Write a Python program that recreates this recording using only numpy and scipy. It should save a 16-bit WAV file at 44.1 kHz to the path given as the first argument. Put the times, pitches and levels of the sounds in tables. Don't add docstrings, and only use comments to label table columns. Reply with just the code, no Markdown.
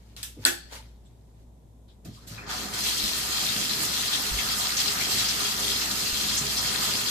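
import sys
import numpy as np
from scipy import signal
from scipy.fft import rfft, irfft, next_fast_len
from scipy.io import wavfile
from scipy.ndimage import uniform_filter1d, map_coordinates

SR = 44100
rng = np.random.default_rng(int(sys.argv[2]) if len(sys.argv) > 2 else 0)


def transcribe(u):
    v = np.clip(np.atleast_2d(u).T, -1, 1)
    q = np.round(v * 32767).astype(np.int16)
    wavfile.write(sys.argv[1], SR, q)


N = 313110

# frequency in Hz, level in dB.
FAN_TONES = [(58.5, -51), (236.9, -69)]
# frequency in Hz, relative density in dB.
RUMBLE_SPECTRUM = [(15, -43), (30, -4), (45, -7.5), (80, -15), (110, 3), (135, -7), (240, -10),
                   (290, -13.5), (600, -19.5), (1000, -25), (1250, -39), (2000, -58), (3300, -120)]
# time of the peak in seconds, level in dB, rise and fall in dB per second.
BRUSHES = [(0.122, -63, 20, 100), (0.442, -43.5, 350, 3000), (0.7, -63, 299, 50), (0.723, -44, 1500.5, 154),
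           (0.76, -44, 302, 401), (0.8, -69, 300, 202), (1.06, -72.5, 300, 37), (1.43, -70, 82.5, 600),
           (1.885, -66, 1500, 130)]
# frequency in Hz, relative density in dB.
CLOTH_SPECTRUM = [(210, -36.5), (350, -7), (802, -9), (881, -2), (1110, -10.5), (1240, -7), (2110, -7.5),
                  (2590, -11), (4410, -8), (14700, -20.5)]
# start in seconds, click level in dB, rattle level in dB, rattle rise in seconds,
# rattle 60 dB decay in seconds, ringing level in dB, dullness in dB per octave, bass corner in Hz.
CONTACTS = [(0.1653, -35.5, -36.5, .002, 0.58, -20, 6.5, 2200),
            (0.2302, -25.5, -29, 0.0022, 0.25, -7.5, 2, 2600), (0.4515, -10, -18, 0.007, 0.26, 0, 1, 250)]
# frequency in Hz, level in dB, nominal decay in seconds.
HANGER_MODES = [(351, 2, 1.5), (820, -8, 0.48), (1366, -4, 0.61), (1553, 1, 0.22), (1614, -5, .16),
                (1710, 4.5, 0.2), (2660, -9.5, 0.15), (3270, -21, 0.121), (3410, -9.5, 0.081),
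                (4400, -8, 0.05), (5700, -18, 0.32), (6400, -5.5, 0.34), (7920, -10, 0.14),
                (9300, -30, 0.22), (9900, -19, 0.2), (12000, -11, 0.12)]
# frequency in Hz, relative level in dB.
CONTACT_SPECTRUM = [(150, -43.5), (250, 3.5), (340, -11), (1060, -13), (1750, -13), (2030, -14),
                    (3340, -7.5), (14700, -9)]
# start in seconds, level in dB, frequency in Hz,
# 60 dB decay in seconds.
THUMPS = [(0.367, -44, 300, 0.18), (0.387, -42, 245, 0.11), (0.39, -40.5, 107.4, 0.25),
          (2.052, -41.5, 156, 0.39), (2.081, -33.5, 113.4, 0.17), (2.309, -40.5, 112.8, 0.45),
          (2.65, -36, 201, .13), (3.034, -37, 45, 0.14), (4.313, -30, 50.3, 0.36), (5.599, -46, 409, 0.77),
          (6.127, -30.5, 62.3, .16), (6.23, -38, 166, 0.094), (6.41, -34.5, 136, .18)]
# start in seconds, level in dB, centre in Hz,
# time to the peak in seconds, width as a share of the centre.
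CHIRRS = [(1.05, -55, 3560, .015, 0.11), (1.05, -55, 7660, .015, 0.076), (1.875, -50, 3600, 0.024, 0.12),
          (1.885, -63, 5000, 0.028, 0.11), (2.165, -45, 1140, 0.015, 0.12), (2.376, -33, 1800, 0.009, .3)]
# start in seconds, rise in seconds, spray level in dB, fizz level in dB,
# spray sag and fizz sag in dB per second.
SPURTS = [(2.045, 0.0055, -50.5, -53.5, 167, 200), (2.12, 0.032, -56.5, -62, 62, 60),
          (2.264, 0.0125, -47.5, -46.5, 40, 103), (2.463, 0.04, -35.5, -42.5, 30, 13),
          (2.728, .012, -32, -37, 102, 61), (2.775, .014, -30.5, -34, 0, 0)]
SHUT_DB = -73.5
# time in seconds, spray level in dB.
STREAM = [(2.82, -34.5), (2.84, -29), (3.13, -33), (3.16, -29.5), (3.28, -33.5), (3.39, -30), (3.9, -32.5),
          (3.95, -29), (4.12, -32), (4.14, -28), (4.18, -32.5), (4.75, -31.5), (4.8, -26.5), (4.83, -30),
          (4.91, -27.5), (4.94, -33.5), (5.2, -26), (5.24, -31), (5.25, -28), (5.39, -33.5), (5.44, -28.5),
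          (5.58, -33.5), (5.67, -29.5), (5.87, -31.5), (6.36, -29), (6.44, -34.5), (6.46, -30.5),
          (7.1, -31)]
FIZZ_DB, FIZZ_FOLLOWS = -35, 0.3
# time of the peak in seconds, lift of the fizz in dB,
# distance in seconds at which the lift is 1/e.
SPITS = [(2.874, 2.5, .04), (3.18, 2.5, .03), (3.833, 6, 0.027), (4.585, 3.5, .025), (4.819, 1, .025),
         (4.9, 1, .02), (5.156, 3.5, .05), (5.64, 1.5, .04), (6.211, 2, 0.024), (6.849, 3, .04)]
# time in seconds, gurgle level in dB, drumming level in dB.
POOL = [(2.03, -89, -68), (2.062, -56, -44), (2.134, -75, -62), (2.41, -45.5, -50), (2.454, -47.5, -48),
        (2.506, -36.5, -45), (2.6, -42, -45), (3.2, -41, -47), (3.33, -40, -44), (3.6, -41.5, -43.5),
        (4.05, -42, -44.5), (4.2, -40, -44.5), (4.45, -40, -44.5), (5.05, -40, -44.5), (5.5, -41, -44),
        (6.4, -41.5, -43.5), (6.9, -38.5, -42), (7.1, -40, -44.5)]
GURGLE_SWING_DB, DRUM_SWING_DB = 1, 1
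# frequency in Hz, relative density in dB.
SPRAY_SPECTRUM = [(1060, -39.5), (1800, -12.5), (2870, -5), (3230, -4), (3770, -4.5), (4150, 0.5),
                  (7500, -7), (9750, -37.5), (16500, -120)]
FIZZ_SPECTRUM = [(3820, -18), (6500, -7), (7820, -3.5), (8720, -6.5), (9690, -5), (11000, -8.5),
                 (12100, -5.5), (14000, -7), (14700, -14.5)]
GURGLE_SPECTRUM = [(320, -31), (550, -7.5), (648, -9.5), (709, -2), (985, -3), (1350, 3), (1750, 1),
                   (2500, -5.5), (3250, -28.5), (5500, -120)]
DRUM_SPECTRUM = [(44, -30.5), (75, -4.5), (194, -0.5), (360, -6), (406, -5.5), (449, -8.5), (680, -9),
                 (880, -40.5), (1500, -120)]
# start in seconds, level in dB, centre in Hz,
# time to the peak in seconds, width as a share of the centre.
SLAPS = [(2.869, -28, 4370, 0.016, 0.23), (3.40, -19, 4300, .012, 0.15), (3.479, -16.5, 3800, 0.011, 0.067),
         (3.689, -15, 4140, 0.01, .15), (3.951, -18.5, 3800, 0.018, 0.13), (4.069, -17, 4280, .012, .15),
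         (4.128, -12, 3600, 0.0085, 0.1), (4.378, -16.5, 2430, 0.013, 0.18),
         (4.378, -19, 3320, 0.012, 0.051), (4.485, -13.5, 4340, 0.0046, 0.086),
         (4.595, -19.5, 7560, 0.007, .08), (4.645, -20, 4260, 0.0061, 0.052),
         (4.765, -12.5, 6200, 0.008, 0.093), (4.795, -19, 5230, 0.0099, 0.27),
         (4.895, -18, 4760, 0.011, 0.23), (5.005, -17, 2240, 0.01, 0.068), (5.179, -16, 4060, 0.01, .15),
         (5.25, -13, 4530, 0.0078, 0.18), (5.283, -10.5, 5040, 0.0073, 0.18),
         (5.63, -16, 3500, 0.0039, 0.42), (5.91, -16, 4120, 0.0052, 0.31), (6.285, -16, 4370, .01, .2),
         (6.365, -12, 6540, 0.016, 0.17), (6.565, -14.5, 5300, 0.017, 0.17)]
# frequency in Hz, width in Hz, left lift in dB, right lift in dB.
SHELL_MODES = [(110.5, 7, 5.5, 4.5), (203.6, 3.9, 4.5, 10.5), (261, 13, -2, 5), (304, 13, 1.5, 4),
               (412.5, 6.3, 10, 10), (729, 31, 5.5, 5), (1204, 50, 2.5, 3), (1370, 13, 3.5, 0),
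               (2410, 34, 1.5, -2), (2710, 30, 3, 6), (3289, 26.5, 8, 1.5), (3520, 320, 2.5, 2.5),
               (3810, 36, -10, 11.5), (4190, 50, 2.5, 7), (3880, 80, 1, -13), (4317, 36, -13, 9.5),
               (5090, 60, -12, 6)]
# start in seconds, level in dB, frequency in Hz, length in seconds.
SQUEALS = [(2.379, -37.5, 2450, 0.026), (2.41, -48, 2560, .022)]
# frequency in Hz, left-right likeness from 0 to 1.
LIKENESS = [(60, 0.65), (270, 0.98), (440, 0.44), (730, 0.17), (1200, 0.03), (15000, 0.049)]
# frequency in Hz, 60 dB decay in seconds.
WALL_DECAY = [(200, 0.82), (1500, 0.58), (5000, .65), (12000, 0.22)]
# frequency in Hz, left over right in dB.
PORT_BALANCE = [(60, 1), (200, -1), (500, -0.5), (2000, 1.5), (3000, 2.5), (4200, 9.5), (5000, 1.5),
                (6200, 3), (7700, -10.5), (8600, 0.5), (9600, -0.5), (11000, 2), (11900, -18.5),
                (12500, -28), (13000, -37), (13600, -49)]
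LAG_S, TOP_HZ = 4 / 44100, 14650
# frequency in Hz, relative density in dB.
HISS_SPECTRUM = [(650, -30.5), (1100, -2.5), (2000, -4), (2900, -5.5), (3600, -1), (4600, -7), (6500, -3.5),
                 (7600, -3), (8600, -5), (14700, -8.5)]


def amp(db):
    return 10 ** (np.asarray(db) / 20)


def unit(x):
    return x / np.sqrt(np.mean(x ** 2) + 1e-20)


def along(points, hz):
    f, v = np.transpose(points)
    return np.interp(np.log(hz + 1), np.log(f + 1), v)


def curves(rows):
    seconds, *columns = np.transpose(rows)
    return [np.interp(np.arange(N) / SR, seconds, c, left=-120) for c in columns]


def wobble(rate):
    knots = rng.standard_normal(int(N * rate / SR) + 4)
    return map_coordinates(knots, [np.arange(N) * rate / SR])


def filtered(x, response):
    m = next_fast_len(N + 8192)
    return irfft(rfft(x, m) * response(np.fft.rfftfreq(m, 1 / SR)), m)[..., :N]


def resonance(hz, centre, width):
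    return 1j * hz * width / (centre * centre - hz * hz + 1j * hz * width)


def coloured(pair, spectrum):
    def mid_side(hz):
        turn = np.arccos(np.clip(along(LIKENESS, hz), -1, 1)) / 2
        return amp(along(spectrum, hz)) * [np.cos(turn), np.sin(turn)]
    mid, side = filtered(pair, mid_side)
    return np.array([mid + side, mid - side]) / np.std(mid)


def patchy(patchy_db):
    z = signal.stft(rng.standard_normal((2, N)), nperseg=512)[2]
    field = rng.standard_normal(z.shape[1:])
    field = uniform_filter1d(uniform_filter1d(field, 8, 0), 5, 1)
    return signal.istft(z * amp(patchy_db * unit(field)), nperseg=512)[1][:, :N]


def droplets(count, low_hz, high_hz, turns, spread_db):
    at, pitch, size, place = rng.random((count, 4)).T
    hz, t = low_hz * (high_hz / low_hz) ** pitch[:, None], np.arange(200) / SR
    decay = hz * t / turns
    grain = np.sin(2 * np.pi * hz * t * (1 + 0.12 * decay)) * np.exp(-decay)
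    grain *= amp(-spread_db * np.log(size + 0.021))[:, None] * np.sqrt(hz)
    where = ((at * N).astype(int)[:, None] + np.arange(200)).ravel()
    sides = np.cos(1.4 * (place - 0.5)), np.sin(3.3 * (place - 0.5))
    return unit(np.array([np.bincount(where, (grain * s[:, None]).ravel(), N + 200)[:N] for s in sides]))


def puffs(table):
    out, t = np.zeros((2, N + SR)), np.arange(SR // 5) / SR
    for start, db, hz, length, width in table:
        b, a = signal.butter(2, [hz / (1 + width), hz * (1 + width)], "band", fs=SR)
        noise = unit(signal.lfilter(b, a, rng.standard_normal((2, len(t)))))
        swell = (t / length * np.exp(1 - t / length)) ** 2
        out[:, round(start * SR):][:, :len(t)] += amp(db - 12) * noise * swell
    return out[:, :N]


def walls(x, damping=1):
    hz, t, z = signal.stft(rng.standard_normal((2, SR)), SR, nperseg=256)
    turn = np.arccos(np.clip(along(LIKENESS, hz), -1, 1))[:, None] / 2
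    mid, side = z[0] * np.cos(turn), z[1] * np.sin(turn)
    decay = amp(-60 * damping * t / along(WALL_DECAY, hz)[:, None])
    tail = signal.istft(np.array([mid + side, mid - side]) * decay, SR, nperseg=256)[1]
    tail = tail / np.linalg.norm(tail[0])
    return signal.fftconvolve(x * np.ones((2, 1)), tail, axes=1)[:, :x.shape[-1]]


def fan():
    t, hum = np.arange(N) / SR, 0
    for hz, db in FAN_TONES:
        level = amp(db + 2.5 + 2.4 * wobble(7.3))
        hum = hum + level * np.sin(2 * np.pi * hz * t + hz / 110 * wobble(5.5))
    return hum + amp(-56) * coloured(patchy(patchy_db=0.5), RUMBLE_SPECTRUM)


def rustle():
    grains = droplets(count=6000, low_hz=2000, high_hz=12000, turns=1.2, spread_db=3.5)
    grains = patchy(patchy_db=2.5) + 0.5 * grains
    t = np.arange(N) / SR
    level = sum(amp(db + np.minimum(rise * (t - s), fall * (s - t))) for s, db, rise, fall in BRUSHES)
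    brush = level * coloured(grains, CLOTH_SPECTRUM)
    return 0.73 * brush + amp(-21.5) * walls(brush)


def hanger():
    out, t = np.zeros((2, N + SR)), np.arange(SR) / SR
    for start, click_db, rattle_db, rise, t60, ring_db, dull_db, low_hz in CONTACTS:
        grit = rng.standard_normal((2, SR))
        tones = np.cos(2 * np.pi * 4400 * t) + 0.7 * np.cos(2 * np.pi * 8200 * t)
        click = amp(click_db + 13 - 60 * t / 0.007) * (tones + 0.3 * grit)
        rattle = grit * amp(rattle_db + 6.5 - 60 * t / t60) * (1 - np.exp(-(t / rise) ** 2))
        strength_db = rng.normal(0, 1.5, len(HANGER_MODES))

        def response(hz):
            ring = 0
            for k, (centre, db, life) in enumerate(HANGER_MODES):
                level = (-1) ** k * amp(db + 15.5 + ring_db + strength_db[k])
                ring = ring + level * resonance(hz, centre, 16 / life)
            light = (1j * hz / (low_hz + 1j * hz)) ** 2
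            tilt_db = 4 - dull_db * np.log2(hz / 4000 + 0.051)
            return amp(along(CONTACT_SPECTRUM, hz) + tilt_db) * (1 + ring) * light

        blow = filtered(click + rattle, response)[:, :SR]
        out[:, round(start * SR):][:, :SR] += blow + amp(-18.5) * walls(blow)
    return out[:, :N]


def thumps():
    out, t = np.zeros(N + SR), np.arange(SR // 2) / SR
    for start, db, hz, t60 in THUMPS:
        band = signal.butter(3, [hz * 0.7, hz * 1.9], "band", fs=SR, output="sos")
        puff = unit(signal.sosfilt(band, rng.standard_normal(len(t))))
        swell = (1 - np.exp(-t / 0.0018)) * amp(-60 * t / t60)
        blow = np.sin(2 * np.pi * hz * t) + 0.45 * puff
        out[round(start * SR):][:len(t)] += amp(db + 3) * swell * blow
    return out[:N] + amp(-12) * walls(out[:N], damping=1.5)


def chirrs():
    return puffs(CHIRRS)


def flow():
    rows, t = [(SPURTS[0][0], SHUT_DB, SHUT_DB)], np.arange(N) / SR
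    for (start, rise, spray, fizz, spray_sag, fizz_sag), (end, *_) in zip(SPURTS, SPURTS[1:]):
        sagging = end - start - rise
        rows += [(start + rise, spray, fizz), (end, spray - spray_sag * sagging, fizz - fizz_sag * sagging)]
    start, rise, spray, fizz, *_ = SPURTS[-1]
    rows += [(start + rise, spray, fizz)]
    usual = np.mean([db for _, db in STREAM])
    rows += [(at, db, FIZZ_DB + FIZZ_FOLLOWS * (db - usual)) for at, db in STREAM]
    spray_db, fizz_db = curves(rows)
    spits_db = sum(db * np.exp(-((t - at) / length) ** 2) for at, db, length in SPITS)
    return spray_db, fizz_db + spits_db


def jet():
    spray_db, fizz_db = flow()
    gurgle_db, drum_db = curves(POOL)
    flutter = wobble(25)
    drops = droplets(count=14000, low_hz=1468, high_hz=9740, turns=4, spread_db=4.5)
    drops = patchy(patchy_db=2.0) + 0.5 * drops
    fine = droplets(count=12000, low_hz=5760, high_hz=15000, turns=1.55, spread_db=2.5)
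    fine = patchy(patchy_db=2.14) + 0.3 * fine
    bubbles = droplets(count=5000, low_hz=694, high_hz=2400, turns=2.3, spread_db=0.5)
    bubbles = patchy(patchy_db=2.5) + 0.21 * bubbles

    fizz_db = fizz_db + 0.39 * flutter + 0.4 * wobble(40)
    gurgle_db = gurgle_db + GURGLE_SWING_DB * wobble(6) + 0.37 * flutter
    water = amp(spray_db + 0.88 * flutter) * coloured(drops, SPRAY_SPECTRUM)
    water += amp(fizz_db) * coloured(fine, FIZZ_SPECTRUM)
    water += amp(gurgle_db) * coloured(bubbles, GURGLE_SPECTRUM)
    water += puffs(SLAPS)
    water = 0.86 * water + 0.45 * walls(water.mean(0), damping=4)
    drum = amp(drum_db + DRUM_SWING_DB * wobble(8.2)) * coloured(patchy(patchy_db=1.5), DRUM_SPECTRUM)

    def shell(hz):
        return 1 + sum((amp([[left], [right]]) - 1) * resonance(hz, centre, width)
                       for centre, width, left, right in SHELL_MODES)
    return amp(-0.44) * filtered(water + drum, shell)


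def valve():
    t, tone = np.arange(N) / SR, 0
    for start, db, hz, length in SQUEALS:
        rough = amp(db + 2.5 * wobble(150)) * np.sin(2 * np.pi * hz * t + 0.95 * wobble(220))
        onset = np.clip((t - start) / 0.002, 0, 1)
        tone = tone + rough * onset * np.clip(1 - (t - start) / length, 0, 1) ** 0.3
    return tone + amp(-13) * walls(tone, damping=2)


def scene():
    return fan() + rustle() + hanger() + thumps() + chirrs() + jet() + valve()


def record(dry):
    def ports(hz):
        ratio = amp(2 * along(PORT_BALANCE, hz))
        colour = np.sqrt(2 * np.array([ratio, np.ones_like(hz)]) / (1 + ratio))
        return colour * np.exp(-1j * np.pi * hz * LAG_S * np.array([[1], [-1]]))
    hiss = amp(-74.5) * coloured(rng.standard_normal((2, N)), HISS_SPECTRUM)
    heard = filtered(dry, ports) + hiss
    squeezed = heard / (1 + np.abs(heard / 0.7) ** 4) ** (1 / 4)
    return filtered(squeezed, lambda hz: hz < TOP_HZ)


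dry = scene()
out = record(dry)
transcribe(out)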